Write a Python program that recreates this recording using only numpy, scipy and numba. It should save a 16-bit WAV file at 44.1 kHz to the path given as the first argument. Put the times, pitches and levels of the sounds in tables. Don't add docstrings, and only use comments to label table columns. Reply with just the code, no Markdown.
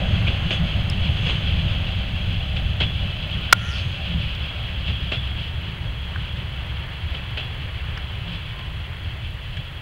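import sys
import numpy as np
from scipy import signal
from scipy.fft import rfft, irfft
from scipy.io import wavfile
from scipy.ndimage import uniform_filter1d
from numba import njit

SR = 44100
rng = np.random.default_rng(int(sys.argv[2]) if len(sys.argv) > 2 else 0)


def int16_out(signal):
    q = np.round(np.clip(np.atleast_2d(signal).T, -1, 1) * 32767)
    wavfile.write(sys.argv[1], SR, q.astype(np.int16))


N = 432621
TIME = np.arange(N) / SR
BIN_HZ = np.maximum(np.fft.rfftfreq(2 ** 19, 1 / SR), 1)


def undb(db):
    return 10 ** (np.asarray(db) / 20)


def unit(x):
    return x / np.sqrt(np.mean(x ** 2))


def curves(table):
    times, *columns = np.transpose(table)
    return [np.interp(TIME, times, column) for column in columns]


def wander(rate_hz):
    hold = max(int(SR / rate_hz), 1)
    steps = np.repeat(rng.standard_normal(N // hold + 1), hold)
    return 1.3 * uniform_filter1d(uniform_filter1d(steps, hold), hold)[:N]


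def swell(peak_s, half_length_s):
    return np.exp(-((TIME - peak_s) / half_length_s) ** 2)


def blow(start_s, rise_s, decay_s):
    age = np.clip(TIME - start_s, 0, 50 * decay_s)
    return (1 - np.exp(-age / rise_s)) * np.exp(-age / decay_s)


def spectrum(points):
    hz, db = np.transpose(points)
    return undb(np.interp(np.log(BIN_HZ), np.log(hz), db))


def resonances(modes):
    gains = (undb(db) / (1 + ((BIN_HZ - hz ** 2 / BIN_HZ) / width) ** 2) for hz, width, db in modes)
    return np.sqrt(sum(gain ** 2 for gain in gains))


def colour(x, gain):
    cepstrum = irfft(np.log(unit(gain) + 1e-6))
    size = len(cepstrum)
    cepstrum[1:size // 2] *= 2
    cepstrum[size // 2 + 1:] = 0
    return irfft(rfft(x, size) * np.exp(rfft(cepstrum)))[:N]


@njit
def sweep(x, hz, width_hz):
    out = np.empty(len(x))
    band_state, low_state = 0., 0.
    for i in range(len(x)):
        tuning = np.tan(np.pi * hz[i] / SR)
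        damping = width_hz / hz[i]
        band = (band_state + tuning * (x[i] - low_state)) / (1 + tuning * (tuning + damping))
        band_state = 2 * band - band_state
        low_state += 2 * tuning * band
        out[i] = damping * band
    return out


def grit(spread_db):
    sizes = np.repeat(rng.standard_normal(N // 11 + 1), 11)[:N]
    return unit(rng.standard_normal(N) * undb(spread_db * sizes))


def loose_tone(hz, width_hz):
    phase = 2 * np.pi * hz * TIME
    return unit(wander(2 * width_hz) * np.sin(phase) + wander(2 * width_hz) * np.cos(phase))


def doublings(time_s, start_m=39.6, speed_m_s=5.5):
    return np.log2(1 + speed_m_s * time_s / start_m)


# frequency_hz, gain_db
HISS_SPECTRUM = [(100, -22), (6000, 4.5), (9000, 1.5), (10200, 4), (11000, -2), (11800, 3), (12600, -1),
                 (15700, -2)]
def electronics(hiss_db=-63, whine_db=-74.5, whine_hz=15721, tick_db=-58, tick_every_s=0.03388):
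    hiss = undb(hiss_db) * colour(rng.standard_normal(N), spectrum(HISS_SPECTRUM))
    whine = undb(whine_db) * np.sin(2 * np.pi * whine_hz * TIME)
    age = (TIME - 0.0235) % tick_every_s
    ticking = colour(rng.standard_normal(N) * np.exp(-age / 0.0024), resonances([(11500, 4600, 0)]))
    return hiss + whine + undb(tick_db) * ticking


# time_s, level_db
BREEZE_LEVELS = [(0, -37.5), (2.5, -42.5), (5.5, -41.5), (7.6, -40.5), (8.7, -42.5), (9.81, -43.5)]
# frequency_hz, gain_db
LEAF_SPECTRUM = [(100, -5.5), (330, 1), (450, 0), (650, -1), (950, 0.5), (1300, 0.5), (1650, 2), (2200, 3),
                 (3000, -12), (3800, -16), (4300, -10), (5500, -43), (8000, -47)]
def breeze(gust_db=0.42):
    level_db, = curves(BREEZE_LEVELS)
    return colour(grit(spread_db=1.5), spectrum(LEAF_SPECTRUM)) * undb(level_db + gust_db * wander(9))


# time_s, level_db
WIND_LEVELS = [(0, -33), (0.6, -41), (1.2, -28.5), (2.8, -31), (3.4, -45), (4.8, -41), (5.3, -40.5),
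               (9.81, -40.5)]
def wind(pitch_hz=35, width_hz=35):
    level_db, = curves(WIND_LEVELS)
    return undb(level_db) * colour(rng.standard_normal(N), resonances([(pitch_hz, width_hz, 0)]))


# start_s, end_s, start_hz, end_hz, level_db
FAR_TONES = [(4.203, 7.6, 924, 926, -57.5), (8.2, 9.103, 1065, 1005, -52.5)]
def far_whistles(waver_db=3.5):
    out = 0
    for start_s, end_s, start_hz, end_hz, db in FAR_TONES:
        progress = np.interp(TIME, [start_s, end_s], [0, 1])
        hz = start_hz + (end_hz - start_hz) * progress
        envelope = undb(db + waver_db * wander(14)) * np.sin(np.pi * progress)
        out += envelope * np.sin(2 * np.pi * np.cumsum(hz) / SR)
    return out


# start_s, level_db, pitch_hz, width_hz, decay_s
NEAR_TICKS = [(0.269, -19, 2380, 260, 0.007), (0.8988, -31, 8950, 2600, .001),
              (0.8993, -24, 5220, 750, 0.0015), (3.490, -30.5, 1400, 300, .008),
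              (4.3505, -26.5, 3100, 1000, 0.0027), (6.159, -22, 1420, 500, 0.0037),
              (7.975, -37, 5000, 1500, 0.0018), (7.974, -29, 1550, 800, 0.0063),
              (9.569, -30, 1950, 1200, 0.0054)]
def ticks():
    out = 0
    for start_s, db, hz, width_hz, decay_s in NEAR_TICKS:
        snap = rng.standard_normal(N) * blow(start_s, 0.0002, decay_s)
        out += undb(db) * colour(snap, resonances([(hz, width_hz, 0)]))
    return out


# pitch_hz, width_hz, gain_db
KNOCK_MODES = [(1420, 84, 5), (1760, 330, -6.5), (1107, 220, -14), (2400, 710, -10.5), (3050, 790, -19),
               (5640, 860, -28), (230, 150, -23.5)]
def knock(start_s=3.5268, push_db=37, scrape_db=1.3, tail_db=-17):
    push = undb(push_db) * np.maximum(1 - np.abs(TIME - start_s) * SR, 0)
    ring = colour(push, resonances(KNOCK_MODES)) * blow(start_s, 0.0015, 0.0025)
    friction = rng.standard_normal(N) * swell(start_s + 0.0027, 0.0025)
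    scrape = colour(friction, resonances([(2150, 2700, 6), (5800, 1000, -4)]))
    main_hz = KNOCK_MODES[0][0]
    tail = np.sin(2 * np.pi * main_hz * (TIME - start_s)) * blow(start_s, 0.0016, 0.012)
    return 2 * ring + undb(scrape_db) * scrape + undb(tail_db) * tail


# time_s, slip_rate_hz, level_db, resonance_hz
CREAK_PATH = [(3.53, 96.2, -81, 6200), (3.59, 104.9, -59, 6160), (3.65, 115.8, -53, 6100),
              (3.70, 123.3, -48, 5860), (3.735, 129.5, -43, 4600), (3.78, 133, -44, 4370),
              (3.805, 138, -44, 4400), (3.9, 138, -78, 4400)]
# pitch_hz, width_hz, gain_db
CREAK_MODES = [(1393, 110, 6), (1820, 220, -1), (6130, 350, -25), (7200, 630, -45), (9780, 390, -22)]
def creak(body_db=-38, friction_db=-4, width_hz=1300.):
    rate_hz, level_db, hz = curves(CREAK_PATH)
    phase = np.cumsum(rate_hz) / SR % 1
    slips = unit(1. * (np.diff(phase, prepend=0) < 0))
    friction = unit(rng.standard_normal(N) * np.exp(-phase / 0.35))
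    drive = 0.5 * slips + undb(friction_db) * friction
    bright = unit(sweep(sweep(drive, hz, width_hz), hz, width_hz))
    body = swell(3.67, 0.11) * colour(slips, resonances(CREAK_MODES))
    return undb(level_db) * bright + undb(body_db) * body


# peak_s, half_length_s, level_db; the first two come from the flanges in the curve,
# the last is a bright ring lingering just after the creak
SIZZLE_FLARES = [(0.533, 0.028, -55), (1.29, 0.1, -62), (3.84, 0.13, -64)]
# pitch_hz, width_hz, gain_db
FLANGE_MODES = [(6380, 650, 1.5), (8450, 3000, -12)]
def flanges(start_db=-61.5, loss_db=16.5):
    flares = sum(undb(db) * swell(s, half_length) for s, half_length, db in SIZZLE_FLARES)
    fading = undb(start_db - loss_db * doublings(TIME))
    return colour(grit(spread_db=1), resonances(FLANGE_MODES)) * (fading + flares)


# peak_s, half_length_s, level_db
RAIL_RINGS = [(4.9, 0.9, -42), (6.297, 0.55, -50)]
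def rail_ringing(pitch_hz=3279, width_hz=14):
    envelope = sum(undb(db) * swell(s, half_length) for s, half_length, db in RAIL_RINGS)
    return loose_tone(pitch_hz, width_hz) * envelope


# pitch_hz, width_hz, gain_db
ROLLING_MODES = [(611, 215, -1), (770, 72, -2)]
def wheels(start_db=-41, loss_db=14.5, flutter_db=2.6):
    drone = colour(grit(spread_db=3.5), resonances(ROLLING_MODES))
    return drone * undb(start_db - loss_db * doublings(TIME) + flutter_db * wander(20))


RAIL_LOSS_DB = 7.5
# start_s, strength_db, thump_over_rumble_db
ROUGH_SPOTS = [(1.085, -27, 2), (1.166, -22.5, -20), (1.263, -18, -14), (1.287, -20.5, -20),
               (6.365, -22, -17), (8.275, -24, -20), (8.328, -20, -10), (8.589, -23, -10)]
# trail_s, lead_by_s, lead_strength_db, trail_strength_db, thump_over_rumble_db
RAIL_JOINTS = [(0.505, 0.23, -18, -13, -18), (2.801, 0.24, -17.5, -8.5, 0), (5.1168, 0.24, -15.5, -8.5, -6),
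               (7.372, 0.231, -17.5, -11.5, -14), (9.82, 0.252, -22, -12, 2)]
def wheel_blows(jolt_decay_s=0.031, clack_decay_s=0.026):
    hits = [(s, db, jolt_decay_s, thump) for s, db, thump in ROUGH_SPOTS]
    for s, lead_by_s, lead_db, trail_db, thump in RAIL_JOINTS:
        hits += [(s - lead_by_s, lead_db, clack_decay_s, thump), (s, trail_db, clack_decay_s, thump)]
    return [(s, db - RAIL_LOSS_DB * doublings(s), decay, thump) for s, db, decay, thump in hits]


# peak_s, half_length_s, hiss_rise_db
FLANGE_LEANS = [(1.29, 0.05, 2.5), (1.45, 0.52, 2.1), (3.2, 0.18, 2), (4.047, 0.66, 4)]
# pitch_hz, width_hz, gain_db
RAIL_MODES = [(564, 193, -13), (1480, 850, -16), (2370, 350, -9), (2668, 296, -2), (3017, 400, -0.5),
              (3279, 30, 4), (3335, 357, -3.5), (3980, 390, -14.5), (4470, 460, -20.5), (4910, 430, -24.5),
              (6020, 220, -36), (7800, 2200, -39.5)]
# frequency_hz, gain_db
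CLANK_SPECTRUM = [(100, -9), (250, 0.5), (430, 4.5), (620, 3.5), (900, -2), (1300, -4), (2200, 0),
                  (3600, -15), (4700, -23), (5700, -32), (6600, -28), (10000, -44), (15000, -56)]
def rails(start_db=-31.5, flutter_db=1.4, blow_gain_db=-6.5, clank_db=-9, sing_db=-9, air_hz=8000):
    lean_db = sum(db * swell(s, half_length) for s, half_length, db in FLANGE_LEANS)
    rolling_db = start_db - RAIL_LOSS_DB * doublings(TIME) + lean_db
    rolling = grit(spread_db=1) * undb(rolling_db + flutter_db * wander(28))
    blows, tails = 0, 0
    for s, db, decay_s, _ in wheel_blows():
        strike = 1.24 * blow(s, 0.0018, 0.0056)
        rattle = blow(s, 0.0046, decay_s)
        rebound = 0.27 * blow(s + 0.021, 0.0024, decay_s)
        blows += undb(db + blow_gain_db) * (strike + rattle + rebound)
        tails += undb(db + blow_gain_db + sing_db) * blow(s, 0.034, 0.082)
    air = 1 / (1 + (BIN_HZ / air_hz) ** 4)
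    steel = colour(rolling + blows * grit(spread_db=4), resonances(RAIL_MODES) * air)
    singing = colour(tails * rng.standard_normal(N), resonances([(3394, 100, 0)]))
    clank = colour(blows * grit(spread_db=4), spectrum(CLANK_SPECTRUM))
    return steel + singing + undb(clank_db) * clank


# time_s, firing_hz, level_db
ENGINE_PATH = [(0, 69, -42), (3.5, 69, -37), (4.4, 68.5, -36.5), (4.9, 68, -29), (5.6, 68, -39.5),
               (7.1, 67.5, -31.5), (7.8, 68, -37), (9.81, 68, -55)]
def engine(waver=0.011, flutter_db=2, overtone_db=-17):
    hz, level_db = curves(ENGINE_PATH)
    phase = 2 * np.pi * np.cumsum(hz * (1 + waver * wander(12))) / SR
    drone = np.sin(phase) + undb(overtone_db) * np.sin(2 * phase)
    return unit(drone) * undb(level_db + flutter_db * wander(8.4))


# peak_s, half_length_s, pitch_hz, level_db
PANEL_BOOMS = [(0.144, 0.02, 74.7, -17), (0.627, 0.04, 170, -25), (0.812, 0.016, 90, -21),
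               (1.616, 0.22, 69.7, -26), (3.815, 0.012, 85, -23), (3.868, 0.0096, 100, -21),
               (4.15, 0.12, 168, -30.5), (7.032, 0.06, 85.1, -29), (7.323, 0.018, 105.6, -26),
               (8.323, 0.08, 165, -37), (9.564, 0.072, 165, -37)]
def panel_booms(width_hz=22):
    return sum(undb(db) * swell(s, half_length) * loose_tone(hz, width_hz)
               for s, half_length, hz, db in PANEL_BOOMS)


# frequency_hz, gain_db
NEAR_SPECTRUM = [(10, -7.5), (25, -22.5), (52, -3.5), (70, -3), (105, -3), (122, -8), (180, -9),
                 (230, -21.5), (320, -29.5), (450, -38), (900, -73)]
# frequency_hz, gain_db
FAR_SPECTRUM = [(10, -24), (25, -15), (50, -2), (70, 2.5), (105, 1), (122, -2.5), (170, -10), (215, -26.5),
                (300, -29), (450, -39), (900, -65)]
def body_rumble(start_db=-22.2, loss_db=8.2, throb_db=1.3):
    far = TIME / TIME[-1]
    shake = rng.standard_normal(N)
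    boom = (1 - far) * colour(shake, spectrum(NEAR_SPECTRUM))
    boom += far * colour(shake, spectrum(FAR_SPECTRUM))
    thumps = sum(undb(thump_db) * blow(s, 0.0085, 0.038) for s, _, _, thump_db in wheel_blows())
    level_db = start_db - loss_db * doublings(TIME) + throb_db * wander(18)
    return unit(boom) * (1 + thumps) * undb(level_db)


def scene():
    railcar = body_rumble() + panel_booms() + engine() + wheels() + rails() + rail_ringing() + flanges()
    return (railcar + breeze() + wind() + far_whistles() + ticks() + knock() + creak())[None]


def record(dry):
    low_pass = signal.ellip(10, 0.1, 70, 15900, fs=SR, output="sos")
    return signal.sosfilt(low_pass, np.clip(dry + electronics(), -1, 1))


dry = scene()
out = record(dry)
int16_out(out)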